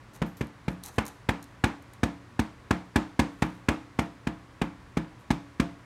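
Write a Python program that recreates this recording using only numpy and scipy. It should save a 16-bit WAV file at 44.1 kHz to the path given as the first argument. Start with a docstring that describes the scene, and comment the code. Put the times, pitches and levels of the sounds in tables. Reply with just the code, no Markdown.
"""Hammer on a crumbly block

A small steel hammer taps a hard, crumbly block in a plastic tray on a table, about three times a second.
Each impact thuds through the table, makes the block chatter and leaves the tray's modes ringing in a
small room. Mostly early on, a second tool scrapes and ticks over the grit by friction and fracture.
A faint hum and room air lie underneath."""
import sys
import numpy as np
from scipy import signal
from scipy.fft import rfft, irfft, next_fast_len
from scipy.io import wavfile

SR = 44100
rng = np.random.default_rng(int(sys.argv[2]) if len(sys.argv) > 2 else 0)


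def transcribe(u):
    """Save the signal u as a 16-bit wav file named by the first command-line argument.

    u: samples, shape (n,) or (channels, n), limited to [-1, 1]; the rate is SR.
    q: integer samples, one column per channel.
    """
    v = np.clip(np.atleast_2d(u).T, -1, 1)
    q = np.round(v * 32767).astype(np.int16)
    wavfile.write(sys.argv[1], SR, q)


N = 258293
TIME = np.arange(N) / SR
AFTER = TIME[:SR // 2]  # seconds since a contact

# Spectrum of the room air. Each row: frequency in Hz, gain in dB.
AIR_SPECTRUM = [(20, -43), (40, -2.5), (62, -0.5), (95, -1.5), (175, -6), (300, -7.5), (420, -12.5),
                (700, -15.5), (1050, -13), (1900, -16.5), (2900, -24.5), (5000, -30), (9500, -37.5),
                (16000, -51.5)]
# Partials of an appliance's hum. Each row: frequency in Hz, level in dB.
HUM_PARTIALS = [(118.4, -58), (560, -73), (990.5, -72), (1114, -70)]
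# Strokes of the second tool. Each row: start in seconds, length in seconds, hiss level in dB.
STROKES = [(0.132, 0.049, -52), (0.697, 0.04, -59), (0.831, 0.067, -42.5), (0.923, 0.057, -55),
           (1.06, 0.037, -50), (1.934, 0.0074, -57), (3.303, 0.32, -58), (5.178, 0.062, -66)]
# Spectra of loose grit and of the room's reflections. Each row: frequency in Hz, gain in dB.
GRIT_SPECTRUM = [(800, -16), (2500, -20), (4000, 7), (5000, -2.5), (6300, 8), (8000, 3.5), (9600, 7.5),
                 (10500, 3), (11800, 6), (14000, -3), (16000, -12)]
ROOM_SPECTRUM = [(100, -2.5), (600, 0.5), (1100, 2.5), (2200, -2.5), (4500, -4), (9000, -8.5), (15000, -13)]
# Hammer blows. Each row: start in seconds, force in dB, hardness of the struck spot in dB,
# tray frequency that the spot favours in Hz, how freely the tray rings there in dB.
HAMMER_BLOWS = [(0.2172, -24, 1, 172, 4), (0.4086, -24, -2.5, 204, -1.5), (0.6798, -24, -1.5, 185, 2),
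                (0.981, -20, 4.5, 211, -2), (1.2881, -19, 3.5, 205, -2), (1.6382, -16, 1.5, 195, -1),
                (2.0314, -16.5, -2, 202, 0), (2.392, -17, -3, 216, -.5), (2.707, -17.5, 2, 206, 0),
                (2.9578, -15.5, -.5, 215, 2), (3.192, -14.5, -0.5, 232, 1), (3.421, -19, 2, 181, 1.5),
                (3.6845, -16.5, 1.5, 214, 0.5), (3.9882, -19, 1, 197, 0.5), (4.269, -23, -1, 180, -0.5),
                (4.6146, -22, 2, 169, 1), (4.969, -21.5, -1, 173.4, 3), (5.304, -17, -1, 177.5, -.5),
                (5.5976, -16.5, -2.5, 173, 0.5)]
# Modes of the table and of the tray. Each row: frequency in Hz, relative level in dB, t60 in seconds.
TABLE_MODES = [(57.6, -10.5, 0.13), (405, -4, 0.025), (890, -10, 0.0077)]
TRAY_MODES = [(77, -20, 0.69), (140.4, -3, 0.21), (165.8, -1, 0.23), (181.9, -6, 0.37), (216.2, 1.5, 0.2),
              (246.8, 0, 0.23), (283.7, -6.5, 0.52), (312.7, 0.5, 0.33), (347.4, -2.5, 0.17),
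              (471, -16.5, 0.44), (535, -11, 0.23), (599, -15, 0.25), (682, -16, 0.4), (796, -31, 0.54),
              (913, -17, 0.14), (1216, -23, 0.25), (1714, -14.5, 0.22)]
# Heavily damped modes of the block. Each entry: frequency in Hz.
BLOCK_MODES = [406, 870, 1682]
# Spectra of the block chattering and of its surface crushing. Each row: frequency in Hz, gain in dB.
CHATTER_SPECTRUM = [(170, -27), (400, 1.5), (620, -3), (850, 4), (1150, -1), (1700, -2.5), (2400, -3),
                    (3400, -13), (4600, -27.5), (9000, -62)]
CRUNCH_SPECTRUM = [(1500, -22), (3500, 3.5), (4500, 0), (6500, -2.5), (9000, -5.5), (10500, -14.5),
                   (13000, -13.5), (16000, -26)]
# Scuffs of steel on steel. Each row: start in seconds, relative level in dB.
STEEL_SCUFFS = [(.263, -59.5), (.370, -55.5)]
# Thin spectrum of those scuffs. Each row: frequency in Hz, gain in dB.
STEEL_SPECTRUM = [(3000, -12), (7000, -7), (8200, -12), (10500, -12), (11700, 0), (12300, -10), (12900, -2),
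                  (14000, -20)]
# Grains snapping under the second tool. Each row: start in seconds, level in dB.
GRIT_SNAPS = [(.47, -62.5), (.837, -42.5), (.861, -43.5), (1.0532, -50), (1.065, -44), (1.08, -46),
              (1.4267, -51.5), (1.441, -56.5), (1.825, -63.5), (1.936, -66)]

USUAL_FORCE_DB, USUAL_SPOT_HZ = -19, 197.5  # an ordinary blow
KNOCK_DB, CHATTER_DB, CRUNCH_DB, RING_DB, CRUMBS_DB = -34.5, -25.5, -37.5, -24.5, -61.5  # its levels


def undb(db):
    """Amplitude ratio for a level in decibels."""
    return 10 ** (np.asarray(db) / 20)


def add_burst(track, start, sound, db):
    """Mix in a sound at start seconds, scaled so that its energy, spread over 10 ms, has level db."""
    power = np.sum(sound ** 2) / (0.01 * SR) + 1e-18
    first = int(start * SR)
    track[first:first + len(sound)] += sound[:N - first] * undb(db) / np.sqrt(power)


def colour(x, spectrum):
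    """Minimum-phase filtering: folding the cepstrum makes the given response causal."""
    hz, db = np.transpose(spectrum)
    n = 2 * next_fast_len(len(x))
    bin_hz = np.maximum(np.arange(n // 2 + 1) * SR / n, 1)
    gain = undb(np.interp(np.log(bin_hz), np.log(hz), db))
    cepstrum = irfft(np.log(gain))
    cepstrum[1:n // 2] *= 2
    cepstrum[n // 2 + 1:] = 0
    return irfft(rfft(x, n) * np.exp(rfft(cepstrum)))[:len(x)]


def fade(t60):
    """Exponential decay, by 60 dB in t60 seconds."""
    return np.exp(-np.log(1000) * AFTER / t60)


def rise(tau):
    """Exponential approach to 1, with a time constant of tau seconds."""
    return 1 - np.exp(-AFTER / tau)


def mode(hz, t60):
    """Free vibration of a damped oscillator."""
    return fade(t60) * np.sin(2 * np.pi * hz * AFTER)


def modes(hz, gain, t60):
    """Superposition of damped modes."""
    return sum(g * mode(f, d) for f, g, d in zip(hz, gain, t60))


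def grains(rate):
    """Shot noise: tiny impacts of random size, on average rate a second."""
    return (rng.random(len(AFTER)) < rate / SR) * rng.standard_normal(len(AFTER))


def waver(rate):
    """Slow drift through rate random values a second."""
    knots = rng.standard_normal(N // 100)
    return np.interp(TIME * rate, np.arange(len(knots)), knots)


def room(x, wet_db, t60):
    """Reverberation: the direct sound plus a diffuse field, noise that follows its energy and decays."""
    decay = (np.clip((AFTER - 0.003) / 0.0032, 0, 1) * fade(t60)) ** 2
    energy = np.abs(signal.fftconvolve(x ** 2, decay / decay.sum())[:len(x)])
    diffuse = np.sqrt(energy) * rng.standard_normal(len(x))
    return x + undb(wet_db) * colour(diffuse, ROOM_SPECTRUM)


def room_air(level_db):
    """Stationary broadband noise, strongest in the bass."""
    air = colour(rng.standard_normal(N), AIR_SPECTRUM)
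    return air / np.std(air) * undb(level_db)


def hum():
    """An appliance hums in partials with slight random amplitude and phase modulation."""
    out = np.zeros(N)
    for hz, db in HUM_PARTIALS:
        amplitude = np.sqrt(2) * undb(db + 0.5 * waver(rate=9.3))
        out += amplitude * np.sin(2 * np.pi * hz * TIME + 0.5 * waver(rate=3.25))
    return out


def scrapes():
    """Sliding friction: the second tool's tiny collisions excite both the grit and the block."""
    out = np.zeros(N)
    firmest_db = max(db for _, _, db in STROKES)
    for start, length, hiss_db in STROKES:
        rub_db = -43.5 + 0.75 * (hiss_db - firmest_db)  # the block's rub falls more slowly than the hiss
        arch = np.sin(np.pi * np.minimum(AFTER / length, 1))
        stroke = np.sqrt(np.maximum(arch, 0))
        friction = room(grains(rate=1300) * stroke, wet_db=0, t60=0.17)
        add_burst(out, start, colour(friction, GRIT_SPECTRUM), hiss_db)
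        add_burst(out, start, colour(friction, CHATTER_SPECTRUM), rub_db)
    return out


def thud(bounce_hz, tight_db):
    """Impulse response of table, bouncing block and tray floor; tightness trades bounce for drumming."""
    hz, db, t60 = np.transpose(TABLE_MODES)
    detune = 1 + 0.05 * rng.standard_normal(len(hz))
    direction = -(-1) ** np.arange(len(hz))  # neighbouring modes start in antiphase
    table = modes(hz * detune, direction * undb(db), t60)
    bounce = undb(-0.35 * tight_db) * mode(bounce_hz, t60=0.045)
    drum = undb(1 + 0.52 * tight_db) * mode(hz=244.5, t60=0.044)
    return table + bounce - drum


def knock(force_db):
    """Contact time selects the block's modes: a stronger blow is shorter and favours higher ones."""
    contact_hz = 911.5 * 2 ** (0.6 * force_db)
    octaves_off = np.log2(np.array(BLOCK_MODES) / contact_hz)
    gains = np.exp(-(octaves_off / 0.75) ** 2)
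    return rise(0.0017) * sum(g * mode(hz, t60=0.033) for hz, g in zip(BLOCK_MODES, gains))


def contact(attack, hold, linger_db, linger_t60):
    """Contact force: it builds, lets go after hold seconds and leaves a decay as crumbs settle."""
    release = 1 / (1 + (AFTER / hold) ** 10)
    return rise(attack) * (release + undb(linger_db) * fade(linger_t60))


def chatter():
    """Intermittent contact: the block strikes the tray in a dense run of tiny impacts."""
    taps = grains(rate=4500) * contact(attack=0.0014, hold=0.0099, linger_db=6, linger_t60=0.066)
    return colour(room(taps, wet_db=-7, t60=0.33), CHATTER_SPECTRUM)


def crunch():
    """Brittle fracture: the block's surface crushes in a burst of bright clicks."""
    cracks = grains(rate=6400) * contact(attack=0.0025, hold=0.0091, linger_db=1, linger_t60=0.07)
    return colour(room(cracks, wet_db=-6, t60=0.4), CRUNCH_SPECTRUM)


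def tray_ring(spot_hz, impact_db):
    """Modal ringing: the struck spot favours modes near spot_hz, and hard impacts the upper modes."""
    hz, db, t60 = np.transpose(TRAY_MODES)
    favour_db = 8 * np.exp(-((hz - spot_hz) / 13) ** 2)
    tilt_db = 0.19 * impact_db * np.clip(np.log2(hz / 190), -0.5, 0.8)
    level_scatter, pitch_scatter = rng.standard_normal((2, len(hz)))
    gains = undb(db + favour_db + tilt_db + 3.16 * level_scatter)
    return rise(0.0039) * modes(hz * (1 + 0.0026 * pitch_scatter), gains, t60)


def crumbs():
    """Secondary impacts: loose crumbs patter sparsely after a blow."""
    return colour(grains(rate=170) * rise(0.012) * fade(0.16), GRIT_SPECTRUM)


def hammer():
    """Impact excitation: the force of each blow and the spot it strikes set the level of each response."""
    out = np.zeros(N)
    for start, blow_db, hard_db, spot_hz, free_db in HAMMER_BLOWS:
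        force_db = blow_db - USUAL_FORCE_DB
        impact_db = force_db + hard_db
        # the bounce is slower after a strong blow, and where the spot favours higher tray modes
        bounce_hz = 117.4 * 2 ** (-0.04 * force_db) * (spot_hz / USUAL_SPOT_HZ) ** -1.32
        # the thud tightens as the work goes on, and is looser on hard spots
        tight_db = -5 + 1.83 * start - 0.44 * hard_db
        ring_db = RING_DB + 0.72 * force_db + 0.22 * hard_db + free_db
        add_burst(out, start, thud(bounce_hz, tight_db), blow_db)
        add_burst(out, start, knock(force_db), KNOCK_DB + impact_db)
        add_burst(out, start, chatter(), CHATTER_DB + impact_db)
        add_burst(out, start, crunch(), CRUNCH_DB + 1.46 * force_db + 0.54 * hard_db)
        add_burst(out, start, tray_ring(spot_hz, impact_db), ring_db)
        add_burst(out, start, crumbs(), CRUMBS_DB + impact_db)
    return out


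def scuffs():
    """Friction of steel on steel gives a faint, thin hiss that decays in two stages."""
    out = np.zeros(N)
    for start, db in STEEL_SCUFFS:
        friction = grains(rate=7700) * (fade(0.016) + undb(1) * fade(0.26))
        add_burst(out, start, colour(friction, STEEL_SPECTRUM), db + 3)
    return out


def grit_ticks():
    """Brittle fracture of larger grains: each snaps under the second tool with a tick."""
    out = np.zeros(N)
    for start, db in GRIT_SNAPS:
        snap = grains(rate=14000) * (fade(0.0045) + undb(-5) * fade(0.024))
        add_burst(out, start, colour(room(snap, wet_db=-5, t60=0.47), GRIT_SPECTRUM), db)
    return out


def scene():
    """Superposition of the quiet room, the hammer and the second tool in one channel."""
    return (room_air(level_db=-52.5) + hum() + scrapes() + hammer() + scuffs() + grit_ticks())[None]


def record(dry):
    """Band limiting thins the bass below 32 Hz and cuts the treble above 16 kHz."""
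    highpass = signal.butter(2, 32, "high", fs=SR, output="sos")
    lowpass = signal.ellip(8, 0.2, 70, 16000, fs=SR, output="sos")
    return signal.sosfilt(lowpass, signal.sosfilt(highpass, dry))


dry = scene()
out = record(dry)
transcribe(out)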